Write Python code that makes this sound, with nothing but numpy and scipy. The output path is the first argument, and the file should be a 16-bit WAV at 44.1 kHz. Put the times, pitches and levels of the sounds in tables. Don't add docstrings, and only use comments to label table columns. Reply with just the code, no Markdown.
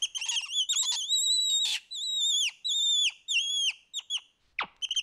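import sys
import numpy as np
from scipy import signal
from scipy.fft import rfft, irfft, next_fast_len
from scipy.io import wavfile
from scipy.ndimage import uniform_filter1d, map_coordinates

SR = 44100
rng = np.random.default_rng(int(sys.argv[2]) if len(sys.argv) > 2 else 0)


def store_pcm(level_fs):
    pcm = np.round(np.clip(level_fs, -1, 1) * 32767).astype(np.int16)
    wavfile.write(sys.argv[1], SR, np.atleast_2d(pcm).T)


N = 221539
TIME = np.arange(N) / SR
TOP_HZ = 15780

# start t/s, crest t/s, end t/s, first f/Hz, crest f/Hz, last f/Hz,
# mid-chirp level/dB, swell from start to end/dB, octave level at the crest pitch/dB
CHIRPS = [(0.022, 0.036, .059, 3043, 3285, 2470, -27.5, -2, -31.5),
          (0.149, 0.161, .178, 2930, 3160, 3014, -31.5, 6.5, -35),
          (0.213, 0.253, .258, 2697, 3210, 3040, -34.5, -4, -36.5),
          (0.286, 0.303, .312, 3290, 3390, 3080, -31, -1, -29),
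          (0.361, 0.363, .398, 3180, 3274, 2573, -27, 1.5, -35),
          (0.398, 0.41, .410, 2644, 2580, 2590, -39, 0, -41.5),
          (0.424, 0.436, .458, 2760, 2833, 2554, -36.5, -1, -42),
          (0.69, .713, .734, 3570, 3796, 3114, -27.5, 8, -30),
          (.757, 0.801, .830, 3290, 3838, 3560, -31, -0.5, -26.5),
          (0.852, 0.898, .920, 3276, 3530, 3330, -30, 7.5, -32.5),
          (3.937, 3.965, 3.995, 3790, 3694, 2755, -35, 18, -41.5),
          (4.101, 4.121, 4.171, 3283, 3410, 2734, -29.5, 13, -39.5),
          (4.822, 4.845, 4.854, 2980, 3170, 2550, -30.5, 10, -41.5),
          (4.908, 4.925, 4.933, 2870, 3200, 2570, -29, -9, -42.5),
          (4.962, 4.98, 5.001, 3145, 3184, 2570, -26, 4.5, -35)]
FALL_POWER = 1.9
TUMBLE_DB = 8.5
DULLING_DB_PER_OCTAVE = 20

# t/s, f/Hz
SHORT_PITCH = [(0.483, 2710), (0.519, 2930), (0.539, 3350), (0.557, 3480), (0.597, 3343), (0.611, 3064),
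               (0.655, 2950)]
HIGH_PITCH = [(0.959, 3190), (0.976, 3450), (0.996, 3466), (1.024, 2970), (1.046, 3323), (1.144, 3963),
              (1.198, 3713), (1.246, 3992), (1.278, 3775), (1.338, 4018), (1.378, 3918), (1.444, 3929),
              (1.51, 3778), (1.58, 3683), (1.622, 3898), (1.653, 3610)]
# t/s, fundamental level/dB, octave level/dB
SHORT_LEVEL = [(0.483, -44, -50.5), (0.591, -24.5, -34.5), (0.615, -26.5, -40.5), (0.631, -32.5, -39.5),
               (0.655, -43.5, -70.5)]
HIGH_LEVEL = [(0.959, -33, -35), (1.042, -34.5, -39), (1.072, -41.5, -55.5), (1.124, -25, -33),
              (1.146, -22.5, -36), (1.2, -35.5, -27.5), (1.308, -24.5, -37), (1.334, -24, -27),
              (1.37, -27, -33.5), (1.396, -26, -53.5), (1.408, -29, -37), (1.586, -26.5, -31),
              (1.598, -28.5, -45.5), (1.653, -26, -32)]
# t/s, f/Hz
LONG_PITCH = [
    [(1.908, 3940), (1.938, 4020), (1.99, 3360), (2.042, 3988), (2.098, 3814), (2.168, 3840), (2.23, 3493),
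     (2.268, 3692), (2.302, 3664), (2.342, 3272), (2.394, 3577), (2.47, 2740)],
    [(2.647, 3860), (2.675, 3994), (2.719, 3317), (2.749, 3650), (2.777, 3687), (2.813, 3496),
     (2.841, 3700), (2.869, 3555), (2.907, 3653), (2.979, 3409), (3.015, 3480), (3.049, 3292), (3.07, 2878)],
    [(3.282, 3704), (3.308, 3630), (3.346, 3100), (3.362, 2735), (3.382, 2717), (3.398, 3135),
     (3.434, 3340), (3.474, 3277), (3.506, 3371), (3.566, 3356), (3.67, 3117), (3.685, 2854)],
]
# t/s, fundamental level/dB, octave level/dB
LONG_LEVEL = [
    [(1.908, -49.5, -73.5), (1.92, -37.5, -59.5), (1.954, -37, -45), (2.194, -29.5, -43),
     (2.235, -27.5, -35), (2.43, -28, -33), (2.47, -27.5, -38.5)],
    [(2.647, -37.5, -56.5), (2.665, -29.5, -53.5), (2.713, -27.5, -34), (2.751, -29, -38.5),
     (2.941, -25.5, -35.5), (3.029, -26.5, -37), (3.049, -26.5, -33), (3.07, -23, -37.5)],
    [(3.282, -41, -51.5), (3.312, -27.5, -33), (3.338, -31.5, -38.5), (3.36, -22.5, -40.5),
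     (3.426, -33, -41.5), (3.658, -27.5, -36.5), (3.685, -25, -38.5)],
]
PLUNGE_S, PLUNGE_OCTAVES, PLUNGE_DB, PLUNGE_JITTER = 0.029, 0.41, 25.5, 0.083
BLOOM_S, FIRST_BLOOM_DB, OVERTONE_BLOOM_DB = 0.0014, -1.5, 18.5
# f/Hz, level/dB
OVERTONES = [(8300, -9), (9700, -13), (11900, -26.5), (12800, -35.5), (14300, -25.5), (16000, -37)]

# start t/s, end t/s, first f/Hz, last f/Hz, level/dB,
# fundamental level/dB, mouth resonance f/Hz, jitter/share of pitch
RASPS = [(0.176, 0.213, 1042, 864, -44, -53.5, 2420, 0.1),
         (0.257, 0.289, 1000, 910, -39.5, -50, 2580, 0.08), (0.311, 0.36, 985, 897, -32, -47, 2807, 0.031),
         (0.409, 0.421, 1060, 919, -45, -49.5, 2870, .03), (0.457, 0.48, 1280, 1017, -48, -50, 2674, .012),
         (0.73, 0.753, 1485, 1144, -35.5, -44, 2620, 0.031),
         (0.828, 0.857, 1034, 958, -33.5, -44.5, 3970, 0.047),
         (0.919, 0.958, 979, 893, -30.5, -44, 4220, 0.052),
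         (4.945, 4.957, 2200, 1257, -52, -51, 3630, 0.0064)]
# t/s, level of the whole screech/dB, centre f/Hz
SCREECH = [(1.648, -39, 3640), (1.654, -30, 3500), (1.731, -30, 3500), (1.749, -27, 2970),
           (1.767, -31, 2664), (1.792, -51.5, 2474)]
# f/Hz, level/dB per Hz
SCREECH_HISS = [(1800, -19.5), (4200, 0), (5400, -5.5), (7800, -1.5), (11000, -13.5), (15500, -28.5)]
# t/s, pitch f/Hz, level/dB, extra overtone level/dB
SQUEAK = [(4.584, 2916, -63, -17.5), (4.590, 2491, -21.5, -31.5), (4.593, 2107, -21, -41),
          (4.599, 1851, -36, 2), (4.608, 1319, -27.5, -11), (4.622, 785.5, -29.5, 6),
          (4.627, 523.6, -34, -6.5), (4.645, 197, -40.5, 9), (4.664, 150, -56.5, -16)]
# start t/s, first f/Hz, starting level/dB
DROPS = [(2.489, 1032, -43), (3.098, 965, -43), (3.702, 1029, -42), (3.992, 1306, -42),
         (4.169, 1400, -37.5)]
DROP_S, DROP_END_HZ = .028, 443
# t/s, level before the common snap_db cut/dB
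CLICKS = [(0.056, -29), (2.434, -38), (3.058, -34.5), (3.364, -39.5), (3.681, -38.5), (4.765, -40),
          (4.814, -40.5), (4.853, -36), (4.89, -35)]
# f/Hz, level/dB
OPEN_MOUTH = [(500, -20.5), (1800, -12.5), (2800, -6.5), (5200, -8.5), (7400, -4), (8400, -17),
              (10000, -20), (11500, -39.5), (15500, -45)]
# f/Hz, level/dB
SLACK_MOUTH = [(120, -9.5), (560, -14.5), (850, 3), (1250, -5.5), (1800, -16.5), (2700, 1.5), (4000, -19.5),
               (9000, -68.5)]

# f/Hz, fading time/s
ROOM = [(300, 0.84), (2500, 0.44), (14000, 0.58)]
# f/Hz, level/dB per Hz
ROOM_TONE = [(30, -0.5), (300, -7.5), (4000, -18.5), (15500, -38.5)]
# t/s, level/dB
RUMBLE = [(0, -77.5), (4.35, -94.5), (4.43, -69), (5, -72.5)]


def amp(db):
    return 10 ** (np.asarray(db) / 20)


def unit(x):
    return x / np.sqrt(np.mean(x ** 2) + 1e-20)


def along(points, hz):
    f, value = np.transpose(points)
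    return np.interp(np.log(hz + 1), np.log(f + 1), value)


def curves(rows, t):
    s, *columns = np.transpose(rows)
    return [np.interp(t, s, column) for column in columns]


def wobble(t, rate):
    return map_coordinates(rng.standard_normal(8192), [(t - t[0]) * rate], mode="wrap")


def span(start, end, edge):
    i = np.flatnonzero((TIME > start - edge) & (TIME < end + edge))
    t = TIME[i]
    inside = np.minimum(t - start, end - t) / edge
    return i, t, .5 + .5 * np.sin(np.pi / 2 * np.clip(inside, -1, 1))


def phase_of(hz):
    return 2 * np.pi * np.cumsum(hz) / SR


def ring(x, hz, width_hz):
    b, a = signal.iirpeak(hz, hz / width_hz, SR)
    return signal.lfilter(b, a, x)


def coloured(x, spectrum):
    size = 1024
    gain = amp(along(spectrum, np.fft.rfftfreq(size, 1 / SR)))
    cepstrum = irfft(np.log(gain))
    cepstrum[1:size // 2] *= 2
    cepstrum[size // 2 + 1:] = 0
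    response = irfft(np.exp(rfft(cepstrum)))
    return signal.fftconvolve(x, response)[:len(x)]


def noise(spectrum, size):
    m = next_fast_len(size, real=True)
    gain = amp(along(spectrum, np.fft.rfftfreq(m, 1 / SR)))
    shaped = irfft(rfft(rng.standard_normal(m)) * gain, m)
    return unit(shaped[:size])


def pulses(hz, count):
    k = np.arange(1, count + 1)[:, None]
    audible = k * hz < TOP_HZ
    return np.sum(np.cos(k * phase_of(hz)) * audible, axis=0)


def whistle(t, hz, first_db, octave_db, waver=0.0032, jitter=0.0037, shimmer_db=0.93,
            overtone_drift_db=2.0, hiss_db=-34, pressing=0.12, usual_octave_db=-7):
    hz = uniform_filter1d(hz, size=200, mode="nearest")
    hz = hz * (1 + waver * wobble(t, 45) + jitter * wobble(t, 200))
    phase = phase_of(hz)
    unsettled = np.exp(-(t - t[0]) / BLOOM_S)
    first_db = first_db - FIRST_BLOOM_DB * unsettled
    octave_db = octave_db - OVERTONE_BLOOM_DB * unsettled
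    upper_db = octave_db + pressing * (octave_db - first_db - usual_octave_db)
    tone = amp(first_db) * np.sin(phase) + amp(octave_db) * np.sin(2 * phase)
    for k in (3, 4):
        level_db = upper_db + along(OVERTONES, k * hz) + overtone_drift_db * wobble(t, 35)
        tone += amp(level_db) * np.sin(k * phase)
    tone *= np.sqrt(2) * amp(shimmer_db * wobble(t, 130)) * beating(t)
    hiss = amp(octave_db + hiss_db) * noise(OPEN_MOUTH, len(t))
    return tone + hiss


def beating(t, start=1.496, depth=0.4, decay=0.02, beat_hz=830):
    age = np.maximum(t - start, 0)
    ragged_hz = beat_hz * (1 + .13 * wobble(t, 1300))
    beat = np.sin(phase_of(ragged_hz)) + .2 * wobble(t, 3000)
    swell = (1 - np.exp(-age / .002)) * np.exp(-age / decay)
    return 1 + depth * swell * beat


def chirp(start, crest, end, first_hz, crest_hz, last_hz, db, swell_db, octave_db):
    i, t, gate = span(start, end, edge=.0025)
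    rise = np.sin(np.pi / 2 * np.interp(t, [start, crest], [0, 1])) ** 2
    fall = np.interp(t, [crest, end], [0, 1]) ** FALL_POWER
    hz = first_hz + (crest_hz - first_hz) * rise + (last_hz - crest_hz) * fall
    effort_db = swell_db * np.interp(t, [start, end], [-.5, .5]) - TUMBLE_DB * fall ** 2
    dull_db = DULLING_DB_PER_OCTAVE * np.abs(np.log2(hz / crest_hz))
    return i, gate * whistle(t, hz, db + effort_db, octave_db + effort_db - dull_db)


def call(pitch, level, plunge_s=0):
    held_until = pitch[-1][0]
    i, t, gate = span(pitch[0][0], held_until + plunge_s, edge=.0025)
    hz, = curves(pitch, t)
    first_db, octave_db = curves(level, t)
    plunge = np.maximum(t - held_until, 0) / PLUNGE_S
    fade_db = PLUNGE_DB * plunge ** 2
    roughness = PLUNGE_JITTER * plunge ** 2 * wobble(t, 900)
    hz = hz / 2 ** (PLUNGE_OCTAVES * plunge) * (1 + roughness)
    return i, gate * whistle(t, hz, first_db - fade_db, octave_db - fade_db / 2)


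def rasp(start, end, first_hz, last_hz, db, fundamental_db, peak_hz, jitter, width_hz=420,
         upper_hz=6400, upper_width_hz=800, upper=0.5, leak=0.2):
    i, t, gate = span(start, end, edge=.002)
    unsteady = .04 * wobble(t, 130) + jitter * wobble(t, 1000)
    hz = np.interp(t, [start, end], [first_hz, last_hz]) * (1 + unsteady)
    phase = phase_of(hz)
    puffs = unit(rng.standard_normal(len(t)) * (1 + np.cos(phase)) ** 2)
    strength_db = 2.2 * wobble(t, 800) + 1.5 * np.cos(phase / 2)
    folds = unit(pulses(hz, count=16)) * amp(strength_db) + 3 * jitter * puffs
    lower_ring = ring(folds, peak_hz, width_hz)
    upper_ring = ring(folds, upper_hz, upper_width_hz)
    voice = coloured(lower_ring - upper * upper_ring + leak * folds, OPEN_MOUTH)
    return i, gate * (amp(db) * unit(voice) + amp(fundamental_db) * unit(np.sin(phase)))


def screech(octave_db=-15, hiss_db=-7, hum_db=-23, rattle_db=-8, rattle_hz=4200, rattle_width_hz=700):
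    i, t, gate = span(SCREECH[0][0], SCREECH[-1][0], edge=0.0026)
    db, hz = curves(SCREECH, t)
    phase = phase_of(hz + 170 * wobble(t, 1500))
    slow_hz = 860 * (1 + .09 * wobble(t, 900))
    flapping = np.cos(phase_of(slow_hz))
    tearing = 1 + .55 * flapping + .5 * wobble(t, 1100)
    strand = unit((np.sin(phase) + amp(octave_db) * np.sin(2 * phase)) * tearing)
    clusters = amp(2 * wobble(t, 300))
    rattle = unit(ring(pulses(slow_hz, count=9) * clusters, rattle_hz, rattle_width_hz))
    hiss = unit(noise(SCREECH_HISS, len(t)) * (1 + flapping / 2) * clusters)
    effort = (hz / hz[0]) ** 2
    harshness = effort * (amp(rattle_db) * rattle + amp(hiss_db) * hiss)
    hum = amp(hum_db) * flapping * clusters ** 2
    return i, gate * amp(db) * unit(strand + harshness + hum)


def squeak(jitter_hz=22, chest_hz=200, closed_hz=800, opening=0.39):
    i, t, gate = span(SQUEAK[0][0], SQUEAK[-1][0], edge=0.0018)
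    hz, db, overtones_db = curves(SQUEAK, t)
    hz = hz + jitter_hz * wobble(t, 702)
    phase = phase_of(hz)
    mouth = np.maximum(hz / closed_hz, 1) ** opening
    k = np.arange(1, 8)[:, None]
    harmonic_db = along(SLACK_MOUTH, k * hz / mouth) + overtones_db * (k > 1)
    voice = np.sum(amp(harmonic_db) * np.sin(k * phase), axis=0)
    slack = np.minimum(chest_hz / hz, 1) ** 2
    voice += slack * (noise(SLACK_MOUTH, len(t)) + 1.2 * np.sin(phase))
    strength = np.sqrt(np.abs(uniform_filter1d(voice ** 2, size=220)) + 1e-12)
    return i, gate * amp(db) * voice / strength


def drop(start, first_hz, db, jitter=0.035, fade_db=19):
    i, t, gate = span(start, start + DROP_S, edge=0.0033)
    progress = (t - start) / DROP_S
    hz = first_hz * (DROP_END_HZ / first_hz) ** progress * (1 + jitter * wobble(t, 700))
    folds = pulses(hz, count=12) - np.cos(phase_of(hz)) / 2
    return i, gate * amp(db - fade_db * progress) * unit(coloured(folds, SLACK_MOUTH))


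def click(s, db, t60=0.011, snap_db=-13):
    i, t, gate = span(s, s + .01, edge=.0006)
    snap = noise([(200, -6.5), (1100, 7.5), (6000, 4), (13000, -25)], len(t))
    return i, gate * amp(db + snap_db - 60 * (t - s) / t60) * snap


def bump(start=1.338, end=1.368, db=-58):
    i, t, gate = span(start, end, edge=0.0055)
    return i, gate * amp(db) * noise([(420, -19.5), (3000, -57)], len(t))


def rustle(start=4.405, end=4.53, db=-74):
    i, t, gate = span(start, end, edge=.02)
    cloth = ring(noise(ROOM_TONE, len(t)), hz=4200, width_hz=4700)
    return i, gate * amp(db) * unit(cloth)


def room(x, wet_db, early=1.3, early_s=.02, ring_hz=2750, ring_width_hz=300, ringing=1.0):
    hz, t, grains = signal.stft(rng.standard_normal(SR // 2), SR, nperseg=256)
    fading = amp(-60 * t / along(ROOM, hz)[:, None])
    early_boost = 1 + early * np.exp(-t / early_s)
    tail = signal.istft(grains * fading * early_boost, SR, nperseg=256)[1]
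    tail = tail + ringing * ring(tail, ring_hz, ring_width_hz)
    tail = np.pad(tail / np.linalg.norm(tail), (SR // 160, 0))
    return amp(wet_db) * signal.fftconvolve(x, tail)[:N]


def lingering(db=-60):
    t60 = np.mean(ROOM, axis=0)[1]
    colour = [(2300, -14), (3000, -4.5), (3900, -21.5), (6500, -12.5), (15000, -42.5)]
    return amp(db - 60 * TIME / t60) * noise(colour, N)


def background(tone_db):
    rumble_db, = curves(RUMBLE, TIME)
    rumble = noise([(35, 2.0), (200, -21.0), (3000, -90.5)], N)
    return amp(tone_db) * noise(ROOM_TONE, N) + amp(rumble_db) * rumble


def scene():
    sounds = [chirp(*row) for row in CHIRPS]
    sounds += [call(SHORT_PITCH, SHORT_LEVEL), call(HIGH_PITCH, HIGH_LEVEL)]
    sounds += [call(pitch, level, PLUNGE_S) for pitch, level in zip(LONG_PITCH, LONG_LEVEL)]
    sounds += [rasp(*row) for row in RASPS]
    sounds += [drop(*row) for row in DROPS]
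    sounds += [click(*row) for row in CLICKS]
    sounds += [screech(), squeak(), bump(), rustle()]
    close = np.zeros(N)
    for i, sound in sounds:
        close[i] += sound
    mix = close + room(close, wet_db=-19) + lingering() + background(tone_db=-77.5)
    return mix[None]


def record(dry, ceiling=0.095, release=0.0071):
    excess = np.log(np.maximum(np.abs(dry) / ceiling, 1))
    leak = TIME / release
    held = np.maximum.accumulate(excess + leak, axis=-1) - leak
    gain = np.exp(-uniform_filter1d(held, size=10))
    m = next_fast_len(N + SR // 2)
    kept = np.fft.rfftfreq(m, 1 / SR) < TOP_HZ
    return irfft(rfft(dry * gain, m) * kept, m)[..., :N]


dry = scene()
out = record(dry)
store_pcm(out)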